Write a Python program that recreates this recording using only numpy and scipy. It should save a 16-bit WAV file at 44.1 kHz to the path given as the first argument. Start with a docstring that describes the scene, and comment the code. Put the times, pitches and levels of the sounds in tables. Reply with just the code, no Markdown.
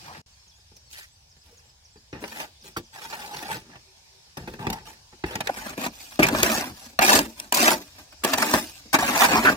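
"""Wet mortar is worked with a steel shovel in a steel wheelbarrow, outdoors, while small birds sing.
Insects and a low drone sound throughout. A short smear at the left opens the work; the level dips briefly.
The strokes then come from the right, a few metres off; from 5.49 s they are at the left, close over the
tray. Grains, blows and narrow-toned noise sound the steel through resonant filters; the birds are gliding sines."""
import sys
import numpy as np
from scipy import signal
from scipy.io import wavfile
from scipy.ndimage import uniform_filter1d, map_coordinates

SR = 44100
rng = np.random.default_rng(int(sys.argv[2]) if len(sys.argv) > 2 else 0)


def persist_wave(psi):
    """Save psi, clipped to +-1, as 16-bit WAV."""
    counts = np.round(np.clip(psi, -1, 1) * 32767).astype(np.int16)
    wavfile.write(sys.argv[1], SR, np.atleast_2d(counts).T)


N = 421596
TAPS = 8192  # length of the filter spectra, samples
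HZ, TIME = np.fft.rfftfreq(TAPS, 1 / SR), np.arange(N) / SR
MOVE_CLOSE_S = 5.49  # from here on the work is heard from close by


def amp(db):
    """Level law: decibels to amplitude gain."""
    return 10 ** (np.asarray(db) / 20)


def evened(x):
    """Power normalization: scales to rms 1."""
    return x / np.sqrt(np.mean(x ** 2) + 1e-20)


def read(points, hz):
    """Spectral interpolation: reads a table on a log-frequency axis."""
    f, value = np.transpose(points)
    return np.interp(np.log(hz + 1), np.log(f + 1), value)


def add(mix, s, sound):
    """Superposition: adds a sound to the mix at time s, in place."""
    start = round(s * SR)
    sound = sound[..., max(-start, 0):]
    part = mix[..., max(start, 0):][..., :sound.shape[-1]]
    part += sound[..., :part.shape[-1]]


def wander(hz):
    """Slow random modulation: rms 1, with hz new random values a second joined by lines."""
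    return evened(np.interp(TIME * hz, np.arange(TAPS), rng.standard_normal(TAPS)))


def likened(left, other, same):
    """Interaural coherence: a left-right pair whose likeness is same, from two independent noises."""
    return np.array([left, same * left + np.sqrt(1 - same ** 2) * other])


# relative spectrum of the open valley; columns: frequency_hz, density_db (per Hz)
VALLEY_COLOUR = [(59, -29), (100, -1), (193, -23), (295, -26), (381, -18.5), (424, -19), (872, -12),
                 (1280, -21), (1760, -16), (1950, -20), (2420, -14), (2750, -16.5), (5420, -9),
                 (6020, -13.5), (16000, -34.5)]
# left-right likeness of the valley air; columns: frequency_hz, likeness (-1 to 1)
VALLEY_LIKENESS = [(60, 0.68), (240, 0.52), (950, -0.15), (3770, -0.27), (15000, 0.093)]
# levels in the valley; columns: time_s, air_level_db, drone_level_db
VALLEY_LEVELS = [(0, -47.5, -74), (.3, -57.5, -62.5), (1.2, -59.5, -60.5), (1.8, -59.5, -62.5),
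                 (2.3, -57, -61.5), (4.2, -55.5, -68), (5.4, -55, -60), (6, -54.5, -61), (7.4, -55.5, -60),
                 (8.1, -53.5, -60), (9.5, -49, -56)]


def valley(patch_db=2.0, drone_hz=70, drone_width_hz=28):
    """Filtered noise: a high shimmer of insects in drifting patches, over a far resonant low drone."""
    hz = np.fft.rfftfreq(1024, 1 / SR)
    a, b, c, d, patches = rng.standard_normal((5, N // 256 + 5, len(hz)))
    # smoothing over time, then frequency, makes patches of louder and softer air
    patches = uniform_filter1d(patches, size=14, axis=0)
    patches = evened(uniform_filter1d(patches, size=8, axis=1))
    same = np.clip(read(VALLEY_LIKENESS, hz), -1, 1)
    gain = amp(read(VALLEY_COLOUR, hz) + patch_db * patches)
    spectra = likened(a + 1j * b, c + 1j * d, same) * gain
    air = signal.istft(spectra, nperseg=1024, noverlap=768, time_axis=1, freq_axis=2)[1][:, :N]
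    resonance = signal.iirpeak(drone_hz, drone_hz / drone_width_hz, SR)
    drone = signal.lfilter(*resonance, rng.standard_normal(N))
    drone = signal.lfilter(*signal.butter(2, 2 * drone_hz, fs=SR), drone)
    s, air_db, drone_db = np.transpose(VALLEY_LEVELS)
    air_gain, drone_gain = [amp(np.interp(TIME, s, db)) for db in (air_db, drone_db)]
    return evened(air) * air_gain + evened(drone) * drone_gain


def causal(gain):
    """Minimum phase: the response that has this spectrum and rings only after the blow."""
    log_gain = np.log(np.maximum(gain / gain.max(), 1e-5))
    circle = np.concatenate([log_gain, log_gain[-2:0:-1]])
    return np.fft.ifft(np.exp(np.conj(signal.hilbert(circle)))).real[:TAPS // 2]


# resonances (dips where below 0 dB) of tray and blade; columns: frequency_hz, width_hz,
# level_db (over the broad colour)
STEEL_MODES = [(227.5, 10.3, 6), (299, 4.9, 2), (376, 74, 0.5), (623, 22, 5.5), (725, 35, 3.5),
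               (796, 37, 5), (883, 37, 7.5), (976, 84, 6), (1165, 104, 6.5), (1650, 140, -3.5),
               (1820, 240, -2.5), (2440, 186, 8.5), (2700, 180, 5.5), (4000, 120, -1), (4300, 200, -1)]
# relative broad colour of the work from afar, then from close by; columns: frequency_hz, density_db (per Hz)
FAR_COLOUR = [(18, -52), (30, -6), (161, -1.5), (266, -7), (328, -3.5), (554, -8.5), (649, -11.5),
              (844, -6), (1070, -17), (1760, -2), (2170, -13.5), (2410, -16), (5590, -20), (6900, -23.5),
              (16000, -29)]
NEAR_COLOUR = [(18, -52), (30, -15), (134, -17.5), (280, -0.5), (437, -12.5), (632, -4.5), (1280, -8.5),
               (1670, 2), (2120, -9), (2410, -12.5), (2980, -15.5), (6550, -18), (12300, -25), (14800, -20),
               (16000, -34)]
# rows: frame, tray, blade, sand; columns: lowest_hz, highest_hz, ring_t60_s,
# ring_level_db (against the direct sound), likeness (of the ring, left to right)
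BARROW_PARTS = [(45.5, 167, 0.18, -1.5, 0.97), (158, 508, 0.128, 3, 0.98), (493, 4700, 0.057, 3, 0.25),
                (3180, 47000, 0.012, 20.5, 0.0092)]


def barrow(colour):
    """Modal resonance: frame, tray, blade and sand each take their own range of the steel's peaks."""
    power = 1 + sum((amp(db) ** 2 - 1) / (1 + (2 * (HZ - hz) / width) ** 2)
                    for hz, width, db in STEEL_MODES)
    gain = amp(read(colour, HZ)) * np.sqrt(abs(power))
    responses = []
    for lo, hi, *_ in BARROW_PARTS:
        band_power_loss = (1 + (lo / (HZ + 1)) ** 10) * (1 + (HZ / hi) ** 10)
        responses.append(causal(gain / np.sqrt(band_power_loss)))
    return responses


def radiate(force, response, part, size=1024):
    """Convolution: a force rings one part; its dense ring changes as the contact moves along."""
    _, _, t60, ring_db, same = part
    count, same = len(force) // size + 2, np.clip(same, 0, 1)
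    # overlapping pieces of the force, each with a ring of its own
    padded = np.pad(force, (size, (count + 1) * size - len(force)))
    pieces = np.lib.stride_tricks.sliding_window_view(padded, 2 * size)[::size][:count]
    pieces = pieces * signal.windows.cosine(2 * size)
    t = np.arange(int(np.clip(t60 * SR, size, TAPS - 2 * size))) / SR
    left, other = rng.standard_normal((2, count, len(t))) * 1e-3 ** (t / t60)
    rings = likened(left, other, same) / np.linalg.norm(left[0])
    rung = signal.fftconvolve(pieces[None], amp(ring_db) * rings, axes=2)
    out = np.zeros((2, len(force) + len(t)))
    add(out, 0, force)
    for k in range(count):
        add(out, (k - 1) * size / SR, rung[:, k])
    coloured = signal.fftconvolve(out, response[None], axes=1)
    return coloured / np.linalg.norm(response) / np.hypot(1, amp(ring_db))


def grit(grains_per_s=8000, spread_db=4.5, smear=0.49):
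    """Shot noise: grains of very unequal size crack under the edge, over the smear of the fine paste."""
    size = amp(spread_db * np.minimum(rng.exponential(1, N), 5))
    grains = size * rng.choice([-1, 1], N) * (rng.random(N) < grains_per_s / SR)
    return evened(evened(grains) + smear * rng.standard_normal(N))


# fall of frame, tray, blade and sand once the blade is lifted; column: release_db_per_s
RELEASE_RATES = [170, 250, 345, 310]


def stroke_gains(length, rise, rasp_db, swell_db, boom_change_db, frame_db, tray_db, sand_db,
                 sand_arch_db=2, settle_db=(-18, -32, -31.5, -23.5), settle_db_per_s=51):
    """Envelope of friction: bite, swelling or fading drag, release, then loose mortar slides back."""
    t = TIME[:int((length + .5) * SR)]
    along, after = np.minimum(t / length, 1) - .5, np.maximum(t - length, 0)
    bite = np.minimum(t / max(rise, 1e-4), 1)
    # the sand hisses most in mid-stroke, where the blade is fastest
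    arch_db = sand_arch_db * (np.cos(np.pi * along) - .5)
    parts_db = [frame_db, tray_db + boom_change_db * along, 0, sand_db + arch_db]
    gains = []
    for db, release, start_db in zip(parts_db, RELEASE_RATES, settle_db):
        lifted = amp(-release * after)
        settling = amp(start_db - settle_db_per_s * after)
        gains.append(bite * amp(rasp_db + swell_db * along + db) * np.maximum(lifted, settling))
    return gains


# pushes and drags of the blade; columns: start_s, length_s, rise_s, rasp_level_db (midway, before trim),
# swell_db (change from start to end), boom_change_db (of the tray's boom from start to end of the stroke),
# frame_level_db, tray_level_db, sand_level_db (against the rasp, before trim and the sand's arch)
BLADE_STROKES = [ (0.0, 0.17, 0.023, -50, 6, 1, -6, -10, -7.5),
                 (0.89, 0.15, 0.09, -59, -10, -2, -24, -10, 13),
                 (1.42, 0.29, 0.042, -69.5, -9, 0, -9, -5.5, 2.5),
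                 (2.127, 0.046, .004, -44.5, -0.5, -2, -2, -5, -20),
                 (2.194, 0.23, 0.021, -43, 10, -16, -29, -3, -1),
                 (2.606, 0.077, 0.013, -62.5, 16.5, -12, -4, 2.5, 6),
                 (2.918, 0.58, 0.031, -43, 3, 3, -16.5, -11, -2.5),
                 (3.496, 0.069, 0.02, -38.5, -2.5, 4, -9, -8, -2),
                 (3.614, 0.13, 0.024, -55, 12, -13, -4, 0, -20),
                 (4.373, .21, .005, -54.5, -13, 14, 8.5, 3.5, -4),
                 (4.585, 0.2, 0.012, -42.5, -4.5, -7, -1, -0.5, -10),
                 (4.839, 0.091, 0.03, -49, -6, 0, -16, -7.5, -1.5),
                 (5.253, .12, 0.0044, -40.5, 1.5, -14, -7, -7, -8.5),
                 (5.42, 0.31, .03, -41, 3.5, 0, -10, -9, -4.5),
                 (5.767, 0.071, .006, -38, 12.5, -19, -14, -1.5, -3),
                 (5.888, 0.32, 0.12, -53.5, -7, 4, -23, -10, 6),
                 (6.193, 0.099, 0.0045, -29.5, -4.5, -3.5, -3, 1, -10),
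                 (6.293, 0.11, 0.011, -33.5, 21.5, -24, -3.5, 3, -4.5),
                 (6.422, 0.22, .01, -27, -7, -3, -13, -3.5, -2),
                 (6.693, .17, 0.013, -56, 20.5, 14, -19, -12, 4.5),
                 (7.004, 0.18, 0.018, -23.5, 5.5, 7, -19.5, -6.5, 0),
                 (7.358, 0.064, 0.038, -45, 1, 6, -27, -7, 0),
                 (7.518, 0.19, 0.03, -23.5, 9.5, -1, -26, -4.5, -1.5),
                 (8.233, 0.097, 0.0027, -31.5, 8.5, -18, -18, 0, -4),
                 (8.371, 0.21, 0.0043, -28, 4, -6, -24, -1.5, -2),
                 (8.588, 0.23, 0.008, -56, -24, -8, -14, -20, 8.5),
                 (8.982, 0.18, .01, -25.5, -1, 1, -18, -5.5, -5),
                 (9.122, 0.12, .03, -21, 9.5, 10, -34, -16, -4.5),
                 (9.235, 0.27, 0.017, -25.5, 2.5, 1, -13.5, -4, -8.5)]


def scrapes(far, near, pressure_hz=32.1, pressure_db=1.84, judder_hz=140, judder_db=2.5,
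            hiss_judder_db=1.03, trim_db=(-1, 0, 1.5, 2)):
    """Stick-slip friction: the blade judders over the grit, the steel more than the hiss of the sand."""
    grains = grit() * amp(pressure_db * wander(pressure_hz))  # the hands press unevenly
    slips = wander(judder_hz)
    rough = evened(grains * amp(judder_db * slips))
    smooth = evened(grains * amp(hiss_judder_db * slips))
    power = np.zeros((len(BARROW_PARTS), N))
    for s, *shape in BLADE_STROKES:
        add(power, s, np.square(stroke_gains(*shape)))
    gains = np.sqrt(power)
    drives = [rough, rough, rough, smooth]
    out, move = np.zeros((2, N)), int(MOVE_CLOSE_S * SR)
    for span, responses in [(slice(0, move), far), (slice(move, N), near)]:
        for drive, gain, trim, response, part in zip(drives, gains, trim_db, responses, BARROW_PARTS):
            force = drive[span] * gain[span] * amp(trim)
            add(out, span.start / SR, radiate(force, response, part))
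    return out


# narrow-toned squawks, rustles and knocks of the blade; columns: middle_s, length_s, pitch_hz,
# width_hz (of each of two filter passes), level_db
BLADE_TONES = [(0.102, 0.069, 890, 503, -42), (0.994, 0.16, 1920, 794, -47), (2.768, 0.012, 1327, 352, -26),
               (3.304, 0.47, 820, 200, -45.5), (4.69, 0.22, 847, 170, -37), (5.497, 0.014, 670, 390, -19),
               (6.239, 0.039, 2330, 398, -15), (7.027, 0.061, 810, 250, -19.5),
               (7.026, 0.037, 2350, 300, -20.5), (7.093, 0.027, 1660, 298, -13),
               (7.127, 0.039, 990, 200, -18), (7.176, 0.041, 410, 260, -26), (7.557, 0.076, 2400, 300, -35),
               (9.164, 0.042, 930, 400, -25), (9.363, 0.11, 1060, 400, -21.5),
               (9.476, 0.059, 1500, 457, -11.5)]


def narrow_tones():
    """Forced resonance: for a moment the grit drives one bending resonance of the blade."""
    out, grains = np.zeros(N), grit()
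    for s, length, hz, width, db in BLADE_TONES:
        start, count = max(int((s - length / 2) * SR), 0), int(length * SR)
        b, a = signal.iirpeak(hz, hz / width, SR)
        push = grains[start:start + count] * signal.windows.tukey(count, .5)
        push = np.pad(push, (0, TAPS // 8))  # room for the ring
        tone = signal.lfilter(b, a, signal.lfilter(b, a, push))
        add(out, start / SR, amp(db) * np.sqrt(count / 2) * tone / np.linalg.norm(tone))
    return out


def crumbs(per_s=5, level_db=-56, spread_db=3, near_db=7, boom_db=-6, sand_db=-3, crunch_s=.004):
    """Random impacts: crumbs of mortar drop off the blade, as rows like those of BLADE_KNOCKS."""
    rows = []
    for when, size in rng.random((int(per_s * N / SR), 2)):
        s = when * N / SR
        db = level_db + spread_db * (2 * size - 1) + near_db * (s > MOVE_CLOSE_S)
        rows.append((s, db, boom_db, sand_db, crunch_s))
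    return rows


# blows of the blade on the tray and on stones; columns: start_s, strength_db (before trim),
# boom_level_db, sand_level_db (against the blade, before trim), crunch_s (decay time constant)
BLADE_KNOCKS = [(0.147, -33, -18, -26, 0.0033), (0.717, -52, 2, -19, 0.0055), (0.764, -61, -1, 18, .008),
                (1.957, -47, 3, -21, 0.0069), (2.128, -32.5, 3.5, -28, 0.0041),
                (2.239, -22, -29, -31, 0.0017), (2.767, -23.5, -1, -0.5, 0.012),
                (3.126, -22, -24, -11, 0.0099), (3.367, -33.5, -6, 6, .006), (3.755, -36.5, -13, -14, .004),
                (4.37, -26.5, -3.5, -3.5, 0.0063), (4.475, -26, -1.5, -15, 0.0081),
                (4.537, -32.5, -3, -10.5, 0.0021), (4.593, -38, 4, -29, 0.0042),
                (4.668, -16, -3.5, -14, 0.0012), (4.7, -23.5, 1, 2, 0.0024), (4.727, -25.5, -10, 2, 0.0074),
                (5.126, -40.5, -4, -22, 0.014), (5.238, -18.5, 0, -24, 0.002), (5.354, -19, -8, -3, 0.0024),
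                (5.405, -17, -14, -4.5, 0.0037), (5.471, -17, -27, -3, .0024),
                (5.495, -30, -0.5, -25, 0.0026), (5.777, -29.5, 4.5, -4, 0.0024),
                (5.862, -18.5, -6, -8, 0.0046), (6.12, -35.5, -14, -7, 0.0044),
                (6.192, -10, 4.5, -9.5, 0.0084), (6.23, -10, -4, -1.5, 0.0058),
                (6.266, -15.5, -22, -3, .004), (6.285, -13.5, -20, -4, 0.0022),
                (6.347, -13.5, -3.5, -12, 0.0054), (6.43, -12.5, -3.5, 6.5, 0.001),
                (6.99, -5, -13, -11, 0.00094), (7.018, -8, -20, -10, 0.0058), (7.151, -14.5, 2, 9, 0.014),
                (7.189, -14, -2, 3, 0.0018), (7.399, -39.5, -15, 18, 0.0013),
                (7.523, -11.5, -13, 0.5, 0.0017), (7.544, -26.5, -14, 18, 0.0059),
                (7.57, -32, -19, 17.5, .005), (7.983, -34.5, -9, -2, 0.024), (8.124, -39.5, -17, -5, .0035),
                (8.237, -14, -12, -2, 0.0064), (8.246, -14.5, -1, 2, 0.0028), (8.334, -9.5, -14, -2, .004),
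                (8.381, -15.5, -27, -1.5, 0.0033), (8.422, -8, -19, -5.5, 0.0062),
                (8.537, -6.5, -4, -6, 0.0026), (8.855, -54, 14, 0, 0.0024), (8.93, -12, -15, -1.5, 0.01),
                (8.941, -2, -12, -7.5, 0.011), (8.987, -13.5, -5.5, -7.5, 0.0034),
                (9.321, -12.5, -7.5, -11, 0.0069), (9.451, -9.5, -18, -10, 0.0075)]


def knocks(far, near, trim_db=(18, 20, 18, 18), crunch=(.5, 1.1, 2.2, 4.3), crunch_rise_s=0.0011):
    """Impact excitation: a blow is one push and a crunch of crushed grains."""
    t, out = np.arange(TAPS // 4 - 1) / SR, np.zeros((2, N))
    for s, db, boom_db, sand_db, length in BLADE_KNOCKS + crumbs():
        envelope = np.exp(-t / length) * (1 - np.exp(-t / crunch_rise_s)) ** 2
        burst = rng.standard_normal(len(t)) * envelope
        burst = burst / np.linalg.norm(burst)
        # thud of the frame against the boom of the tray, dB
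        responses, frame_db = (far, -2.5) if s < MOVE_CLOSE_S else (near, -9.5)
        parts_db = [boom_db + frame_db, boom_db, 0, sand_db]
        for part_db, trim, share, response, part in zip(parts_db, trim_db, crunch, responses, BARROW_PARTS):
            sound = radiate((t == 0) + share * burst, response, part)
            add(out, s, amp(db + part_db + trim) * sound / np.sqrt(np.sum(sound ** 2) / 2))
    return out


def whistle(length, pitch_hz, db, flutter_db=5.0):
    """Frequency modulation: a note bends through three pitches and flutters on its way through the air."""
    u = np.linspace(0, 1, int(length * SR))
    hz = np.polyval(np.polyfit([0, .5, 1], pitch_hz, 2), u)
    flutter = np.interp(u, np.linspace(0, 1, 10), rng.standard_normal(10))
    return amp(db + flutter_db * flutter) * np.sin(np.pi * u) * np.sin(2 * np.pi * np.cumsum(hz) / SR)


# bouts of the bird's song; columns: first_phrase_s, last_phrase_s, level_db
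SONG_BOUTS = [(0.198, 2.11, -55.5), (2.602, 2.83, -53.5), (5.878, 5.879, -49.5), (6.715, 6.715, -52),
              (7.818, 8.093, -56)]
# notes of a phrase, before random pace and pitch; columns: delay_s, length_s,
# start_pitch_hz, middle_pitch_hz, end_pitch_hz, level_db (against the bout)
PHRASE_NOTES = [(0, 0.05, 7500, 5570, 4360, -0.5), (0.054, 0.098, 6360, 7660, 7940, -11),
                (.12, 0.037, 5070, 4800, 4500, -2.5), (.165, .03, 5000, 4550, 4300, -17)]
# farther birds whistle and hoot; columns: start_s, length_s, start_pitch_hz, middle_pitch_hz,
# end_pitch_hz, level_db (before flutter)
DISTANT_CALLS = [(0.334, 0.082, 3000, 3280, 3160, -69), (0.377, 0.053, 5250, 5250, 5270, -62),
                 (0.453, 0.042, 3300, 2890, 2700, -80), (0.503, 0.072, 3950, 3250, 4140, -67),
                 (1.5, 0.053, 505, 474, 456, -56), (2.555, 0.03, 3460, 3440, 3550, -59),
                 (2.64, 0.046, 3750, 3380, 3200, -61), (3.858, 0.073, 393, 382, 380, -60.5),
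                 (4.115, 0.085, 385, 387, 377, -62.5)]


def birds(phrase_every_s=.272, waver=0.033, pace_spread=0.1045, echo_db=-5, echo_t60=0.66):
    """Diffuse scattering: thin whistled sweeps, never twice alike, are scattered a little by the trees."""
    song = np.zeros(N)
    for first, last, db in SONG_BOUTS:
        phrase_count = 1 + round(abs(last - first) / phrase_every_s)
        for s in np.linspace(first, last, phrase_count):
            for delay, length, *pitch_hz, note_db in PHRASE_NOTES:
                sharp, slow = rng.standard_normal(2)
                pitch_hz = np.array(pitch_hz) * (1 + waver * sharp)
                add(song, s + delay, whistle(length * np.exp(pace_spread * slow), pitch_hz, db + note_db))
    for s, length, *pitch_hz, db in DISTANT_CALLS:
        add(song, s, whistle(length, pitch_hz, db))
    t = TIME[:SR // 2]
    trees = rng.standard_normal((2, len(t))) * 1e-3 ** (t / echo_t60)
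    echo = signal.fftconvolve(song[None], trees / np.linalg.norm(trees[0]), axes=1)[:, :N]
    return song + amp(echo_db) * echo


# direction of the blade; columns: time_s, left_lag_samples (negative where the left ear leads)
BLADE_BEARING = [(0, -15), (.24, -15), (.26, 10), (5.48, 10.5), (5.5, -12), (6.2, -13), (6.6, -5), (7, -15),
                 (7.6, -15), (8.2, -4), (8.6, -8), (9.5, -9)]


def scene(low_left_db=1.2):
    """Interaural delay: the work reaches one ear first; the tray's boom lies nearer the middle."""
    air = valley()
    far, near = barrow(FAR_COLOUR), barrow(NEAR_COLOUR)
    left, right = scrapes(far, near) + narrow_tones() + knocks(far, near)
    low = signal.sosfiltfilt(signal.butter(2, 1100, fs=SR, output="sos"), left)
    now, lag = np.arange(N), np.interp(TIME, *np.transpose(BLADE_BEARING))
    high_left = map_coordinates(left - low, [now - lag], order=5)
    low_left = amp(low_left_db) * np.interp(now - lag / 2, now, low)  # half the lag
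    return np.array([high_left + low_left, right]) + birds() + air


def record(dry, dip_from_s=.217, dip_to_s=.261, dip_db=-24, edge_hz=16050):
    """Saturation and band limit: peaks are rounded, the level dips briefly, the top treble is cut."""
    rounded = dry / (1 + (dry / .9) ** 6) ** (1 / 6)
    dip = uniform_filter1d(1. * ((TIME > dip_from_s) & (TIME < dip_to_s)), size=128)
    low_pass = signal.firwin(511, edge_hz, window=("kaiser", 9), fs=SR)
    return signal.oaconvolve(rounded * amp(dip_db * dip), low_pass[None], "same")


dry = scene()
out = record(dry)
persist_wave(out)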